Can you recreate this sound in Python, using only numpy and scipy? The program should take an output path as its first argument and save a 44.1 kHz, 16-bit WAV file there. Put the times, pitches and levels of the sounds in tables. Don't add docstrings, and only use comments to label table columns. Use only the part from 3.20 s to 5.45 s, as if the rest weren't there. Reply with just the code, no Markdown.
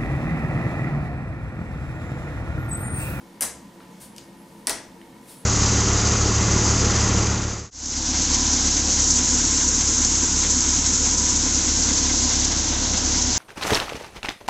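import sys
import numpy as np
from scipy import signal
from scipy.io import wavfile
from scipy.ndimage import uniform_filter1d

SR = 44100
rng = np.random.default_rng(int(sys.argv[2]) if len(sys.argv) > 2 else 0)


def to_wav(s):
    ch = np.atleast_2d(s).T
    pcm = np.round(np.clip(ch, -1, 1) * 32767)
    wavfile.write(sys.argv[1], SR, pcm.astype(np.int16))


def field_ratio(decibels):
    return 10 ** (np.asarray(decibels, dtype=float) / 20)


N = 99225
JOINT_HOLD = 1.6
JOINT_SEND_DB = -8


def evened(x):
    return x / np.sqrt(np.mean(x ** 2) + 1e-20)


def read(points, hz):
    f, value = np.transpose(points)
    return np.interp(np.log(hz + 1), np.log(f + 1), value)


def add(mix, s, sound):
    part = mix[..., round(max(s, 0) * SR):][..., :sound.shape[-1]]
    part += sound[..., :part.shape[-1]]


def colour(x, points):
    half = np.log(field_ratio(read(points, np.fft.rfftfreq(2048, 1 / SR))))
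    full = np.concatenate([half, half[-2:0:-1]])
    taps = np.fft.ifft(np.exp(full - 1j * signal.hilbert(full).imag)).real[:1024]
    return signal.oaconvolve(x, taps / np.linalg.norm(taps))[:len(x)]


def resonate(x, hz, width):
    turn = np.exp(2j * np.pi * hz * np.arange(x.shape[-1]) / SR)
    r = np.exp(-np.pi * width / SR)
    return 2 * (turn * signal.lfilter([1 - r], [1, -r], x / turn + 1e-18)).real


def twice(x, hz, width):
    return resonate(resonate(x, hz, width), hz, width)


def partner(a, b, same):
    return same * a + np.sqrt(1 - same ** 2) * b


def fridge():
    # frequency in Hz, level in dB per Hz.
    air = [(15, -65), (25, -37), (192, -1.5), (669, -12), (952, -12.5), (1390, -19), (9080, -30),
           (15200, -36), (16500, -81)]
    # frequency in Hz, likeness from 0 to 1.
    likeness = [(60, 0.97), (180, 0.99), (550, 0.9), (1650, 0.55), (4970, 0.77), (15000, 1)]
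    # frequency in Hz, width in Hz, level in dB rms.
    hum = [(35, 20, -71.5), (63.4, 12, -67.5), (136.4, 43, -63), (181, 18.4, -56), (207.9, 13.6, -55),
           (261, 47, -58), (336.1, 14.7, -57), (462.5, 42, -64), (541, 24, -67), (878.4, 35, -64),
           (941, 42, -62), (996.7, 29, -63), (1860, 160, -71.5), (2184, 93, -71)]
    # frequency in Hz, width in Hz, level in dB rms.
    whine = [(9150, 160, -75)]
    air_db = -49
    frames, hz = N // 512 + 6, np.fft.rfftfreq(2048, 1 / SR)
    a, b, c, d = rng.standard_normal((frames, 1025, 4)).T
    same = np.clip(read(likeness, hz), -1, 1)[:, None]
    left = a + 1j * b
    white = np.array([left, partner(left, c + 1j * d, same)])

    def back(z):
        return signal.istft(z, nperseg=2048, noverlap=1536)[1][:, 1000:N + 1000]

    flat = back(white)
    tones = sum(field_ratio(db) * evened(resonate(resonate(flat, f, w), f, 2 * w)) for f, w, db in (*hum, *whine))
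    return field_ratio(air_db) * evened(back(white * field_ratio(read(air, hz))[:, None])) + tones


def squeak(length, db, hz, wobble_hz):
    noise = rng.standard_normal(6000)
    t = np.arange(6000) / SR
    tone = .7 * np.sin(2 * np.pi * hz * t) + .7 * evened(resonate(noise, hz, 2 * wobble_hz))
    return field_ratio(db) * tone * np.sin(np.pi * np.clip(t / length, 0, 1)) ** .3


def kitchen(x):
    # frequency in Hz, t60 in seconds.
    decay = [(200, 0.99), (500, 0.6), (1000, 0.35), (2000, 0.46), (4000, 0.37), (7000, 0.37), (10000, 0.26),
             (15000, 0.15)]
    # frequency in Hz, likeness from 0 to 1.
    likeness = [(60, 1), (300, 0.91), (1000, 0.88), (4000, 0.78), (8000, 0.84), (13000, 0.95)]
    gap_s, early_db, early_s = .002, 5.5, 0.0075
    hz, t, (a, b) = signal.stft(rng.standard_normal((2, 24000)), SR, nperseg=128)
    same = np.clip(read(likeness, hz), 0, 1)[:, None]
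    z = np.array([a, partner(a, b, same)]) * field_ratio(-60 * t / read(decay, hz)[:, None])
    tail = signal.istft(z, SR, nperseg=128)[1]
    age = np.arange(tail.shape[1]) / SR
    tail = tail * np.clip(age / gap_s - 1, 0, 1) * field_ratio(early_db * np.exp(-age / early_s))
    return signal.fftconvolve(x[None], tail / np.linalg.norm(tail[0]), axes=1)[:, :len(x)]


def slips(rattle_s):
    spread_db = 2
    t = np.arange(24000) / SR
    sign, size = rng.standard_normal((2, len(t)))
    swell = np.sin(np.pi * np.clip(t / rattle_s, 0, 1) ** .8) ** .6
    burst = np.sign(sign) * field_ratio(spread_db * size) * swell
    return t, np.array([burst * (t < rattle_s), 1. * (t == 0)])


def voiced(pair):
    energy = np.linalg.norm(pair, axis=1)[:, None]
    return pair / energy * np.linalg.norm(pair[0]) / abs(pair[0]).max()


def chime(peaks, rise):
    damp = 1.8
    t = np.arange(24000) / SR
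    phase = rng.uniform(0, 2 * np.pi, 12)
    held = rise * (1 + JOINT_HOLD)
    swell = np.sin(np.pi / 2 * np.minimum(t / rise, 1)) ** 2
    after = np.maximum(t - held, 0)
    out = np.zeros(len(t))
    for (hz, width, db), p in zip(peaks, phase):
        rate = np.pi * width * damp
        level = field_ratio(db) / (held + 1 / rate)
        out += level * np.exp(-rate * after) * np.sin(2 * np.pi * hz * t + p)
    out *= swell
    return out / abs(out).max()


def clack(peak_db, crack_hz, rattle_s, knock_db, splash_db, room_db, joint, splash, tube):
    # frequency in Hz, level in dB.
    knock_tone = [(100, -44.5), (250, -3.5), (420, -8.5), (600, -3), (950, -2.5), (1400, -7), (2000, -5.5),
                  (3500, -20)]
    crack_width_hz, ring_db = 3240, -29
    knock_t60, knock_lag_s = 0.022, 0.002
    t, pair = slips(rattle_s)
    crack = twice(pair, crack_hz, crack_width_hz)
    wide = np.array([colour(x, splash) for x in pair])
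    rasp = voiced(voiced(crack) + field_ratio(splash_db) * voiced(wide))
    struck = field_ratio(4 + np.array([[0], [JOINT_SEND_DB]])) * chime(joint, .25 * rattle_s)
    bright = (rasp + struck) / abs(rasp[0] + struck[0]).max()
    ring = sum(field_ratio(db - 60 * t / t60) * np.sin(2 * np.pi * hz * t) for hz, db, t60 in tube)
    ring = ring * np.minimum(t / rattle_s, 1)

    late = np.maximum(t - knock_lag_s, 0)
    push = rng.standard_normal(len(t)) * np.minimum(late / 0.0025, 1) * field_ratio(-60 * late / knock_t60)
    late_click = np.roll(pair[1], 200)
    knock = voiced(np.array([colour(x, knock_tone) for x in (push, late_click)]))
    direct, sent = field_ratio(peak_db) * (bright + field_ratio(ring_db) * ring) + field_ratio(knock_db) * knock
    return direct + field_ratio(room_db) * kitchen(sent)


def tip_landings(mix):
    # start in seconds, peak in dB, crack in Hz, rattle in seconds.
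    clacks = [
        (.2080, -9.5, 9600, .0028),
        (.2211, -6.5, 8900, .0024),
        (.2351, -16, 8000, .0016),
        (1.4703, -5.5, 8700, .0023),
        (1.4950, -8.5, 9600, .0019),
    ]
    # knock in dB, wide splash in dB, room in dB.
    weight = [(-28, 6, 5), (-25, 20, 6.5), (-35, -6, 7), (-20, 0, 3), (-19, 4.5, 3.5)]
    # frequency in Hz, width in Hz, level in dB.
    joints = [[(5760, 220, -16), (6880, 230, -11), (9880, 650, 1), (10920, 230, -3), (11440, 340, -8),
              (12800, 310, -10), (13830, 180, -14)] + [(8800, 600, -3), (2900, 700, -15), (1500, 700, -17)],
              [(1480, 380, -12), (2240, 200, -13.5), (4120, 320, -14.5), (5900, 730, -7), (8240, 500, 0.5),
              (9450, 500, -2.5), (10750, 350, 0), (11600, 210, -9)] + [(9750, 500, -1), (4800, 700, -10)],
              [(4100, 210, -11.5), (6250, 250, 0), (8400, 500, -1), (10700, 210, 0), (11600, 250, -5)],
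              [(3430, 410, -9.5), (5630, 400, -2.5), (6600, 260, -7.5), (8474, 440, 0), (9640, 790, -0.5),
              (10480, 200, -4), (11700, 220, -12), (13700, 430, -15)] + [(4650, 600, -5), (2800, 500, -11)],
              [(577, 650, -7.5), (2000, 320, -4), (3600, 340, -8), (4450, 360, -3), (5960, 210, -6),
              (6800, 250, -4), (8160, 260, 1), (9170, 170, -5), (10030, 260, -1), (11200, 260, -6)]]
    # frequency in Hz, level in dB per Hz.
    far_splash = [(880, -57), (1500, -22), (3480, -15.5), (4090, -14), (8340, -5.5), (11000, -2.5),
                  (14900, -18), (16500, -19)]
    near_splash = [(500, -20), (1200, -25), (2600, -8), (4400, -4.5), (5600, 0), (10300, -5.5),
                   (12500, -17), (16500, -37.5)]
    # frequency in Hz, level in dB, t60 in seconds.
    far_tube = [(4102, -14, .08), (6627, -14, .15), (8398, -8, .1), (9055, -9, .1), (9750, -6, .08),
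                (10710, -3, .07)]
    near_tube = [(965, -10, .12), (2003, -11, .12), (4570, -10, .1), (5163, -4, .14), (5776, -8, .16),
                 (6800, -8, .08), (8170, -6, .1), (9240, -6, .06), (10000, -8, .1)]
    for (s, *row), more, joint in zip(clacks, weight, joints):
        splash, tube = (far_splash, far_tube) if s < 1 else (near_splash, near_tube)
        add(mix, s, clack(*row, *more, joint, splash, tube))


def thud(db, hz, t60):
    t = np.arange(0, .4, 1 / SR)
    return field_ratio(db - 60 * t / t60) * np.sin(2 * np.pi * hz * t) * (1 - np.exp(-t / 0.033)) * 4


def scuff(rise, t60, db, hz):
    width_hz, wide_db, grain_db = 4600, -5.5, 0.5
    hold = 1.07
    noise, grain = rng.standard_normal((2, 20000))
    t = np.arange(20000) / SR
    noise = noise * field_ratio(grain_db * evened(uniform_filter1d(grain, 60)))
    hiss = evened(twice(noise, hz, width_hz))
    hiss = hiss + field_ratio(wide_db) * evened(resonate(noise, 0.5 * hz, 0.42 * hz))
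    after = np.maximum(t - rise * (1 + hold), 0)
    return np.minimum(t / rise, 1) ** 0.67 * field_ratio(db - 60 * after / t60) * hiss


def tick(peak_db, hz, width, rattle_s):
    room_db = -12.5
    t, pair = slips(rattle_s)
    direct, sent = field_ratio(peak_db) * voiced(twice(pair, hz, width))
    return direct + field_ratio(room_db) * kitchen(sent)


def rattle(peak_db, rise, rasp_hz, room_db, peaks):
    rasp_db = -5
    t, pair = slips(rise * (2 + JOINT_HOLD))
    broad = resonate(resonate(pair, rasp_hz, rasp_hz), rasp_hz, 2 * rasp_hz)
    rasp, sent = field_ratio(rasp_db) * voiced(broad)
    knock = chime(peaks, rise)
    return field_ratio(peak_db) * (knock + rasp + field_ratio(room_db) * kitchen(sent + field_ratio(JOINT_SEND_DB) * knock))


def cuff_rattles(mix):
    # start in seconds, peak in dB, rise in seconds, rasp in Hz, room in dB.
    knocks = [(.9627, -33.5, .0008, 6000, -1), (.9817, -30, .0008, 3600, -2),
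              (1.8148, -38, .0007, 2400, -10)]
    # frequency in Hz, width in Hz, level in dB.
    cuffs = [
        [(2970, 230, -4.5), (3660, 240, -7), (5000, 270, -4.5), (5960, 210, -5), (8100, 610, -0.5),
         (11000, 560, -9)],
        [(2300, 240, -12), (2960, 260, -8), (4970, 320, -0.5), (6070, 200, -10), (6550, 260, -7),
         (8600, 300, -4.5), (11700, 430, -16)],
        [(1930, 290, -2), (2940, 390, 0), (8570, 490, -13), (12800, 620, -19)],
    ]
    for (s, *row), peaks in zip(knocks, cuffs):
        add(mix, s, rattle(*row, peaks))


def scene():
    # start in seconds, length in seconds, level in dB, pitch in Hz, wobble in Hz.
    squeaks = [(0., .04, -67, 11000, 80), (.872, .058, -58.5, 10700, 40), (.962, .022, -63, 10900, 100),
               (1.03, .025, -63, 11000, 80), (1.055, .06, -68, 10750, 50), (1.17, .08, -64, 11150, 60),
               (2.15, .078, -55, 10680, 70), (2.135, .014, -58, 10700, 80), (1.83, .06, -74, 10700, 80),
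               (.93, .04, -67, 11100, 80)]
    # start in seconds, level in dB, pitch in Hz, t60 in seconds.
    thuds = [(.225, -49, 68.8, 0.29), (.34, -48, 67, 0.18), (1.49, -48.5, 38.2, .2), (1.5, -52.5, 88, 0.28),
             (1.47, -36.5, 252, 0.097), (1.68, -47, 62.4, .1)]
    # start in seconds, rise in seconds, fall t60 in seconds, level in dB, centre in Hz.
    scuffs = [(.797, 0.021, 0.15, -47.5, 9100), (.966, 0.0031, 0.21, -58, 6500),
              (.984, 0.006, 0.28, -57, 5500), (2.07, .025, .2, -50, 9700), (1.2, 0.1, 0.31, -66, 9400),
              (1.8, 0.037, .5, -72, 9500), (0.67, 0.05, .5, -65.5, 6000), (.6, 0.0076, 0.4, -59, 1600),
              (2.0, 0.061, 0.51, -61, 9200), (2.13, 0.017, 0.49, -58.5, 8500)]
    # start in seconds, peak in dB, pitch in Hz, width in Hz, rattle in seconds.
    ticks = [(.602, -43, 2300, 1500, .002), (.605, -38.5, 1300, 1100, 0.0023),
             (.9795, -37, 10200, 3000, .001), (.9795, -37, 6000, 2500, .001), (.988, -41, 8400, 1500, .001),
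             (.9932, -40, 6600, 1200, .002), (1.0125, -41, 5300, 2000, 0.0018),
             (1.027, -48, 6500, 1500, .0015), (1.717, -47, 3300, 900, .002)]
    left_db, soft_room_db = 1, -4.5
    near, soft, floor = np.zeros((2, N)), np.zeros(N), np.zeros(N)
    tip_landings(near)
    cuff_rattles(near)
    for table, voice, mix in ((squeaks, squeak, floor), (thuds, thud, floor),
                              (scuffs, scuff, soft), (ticks, tick, near)):
        for s, *row in table:
            add(mix, s, voice(*row))
    near = near + soft + field_ratio(soft_room_db) * kitchen(soft)
    return near * field_ratio(np.array([[left_db], [-left_db]])) + floor + fridge()


def band_limit(x):
    return signal.sosfilt(signal.butter(12, 16970, fs=SR, output="sos"), x)


def record(dry):
    edge_hz, above_db = 15700, -30
    taps = signal.firwin(255, edge_hz, window=("kaiser", 7), fs=SR)
    low = signal.oaconvolve(dry, taps[None], "same")
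    return band_limit(low + field_ratio(above_db) * (dry - low))


dry = scene()
out = record(dry)
to_wav(out)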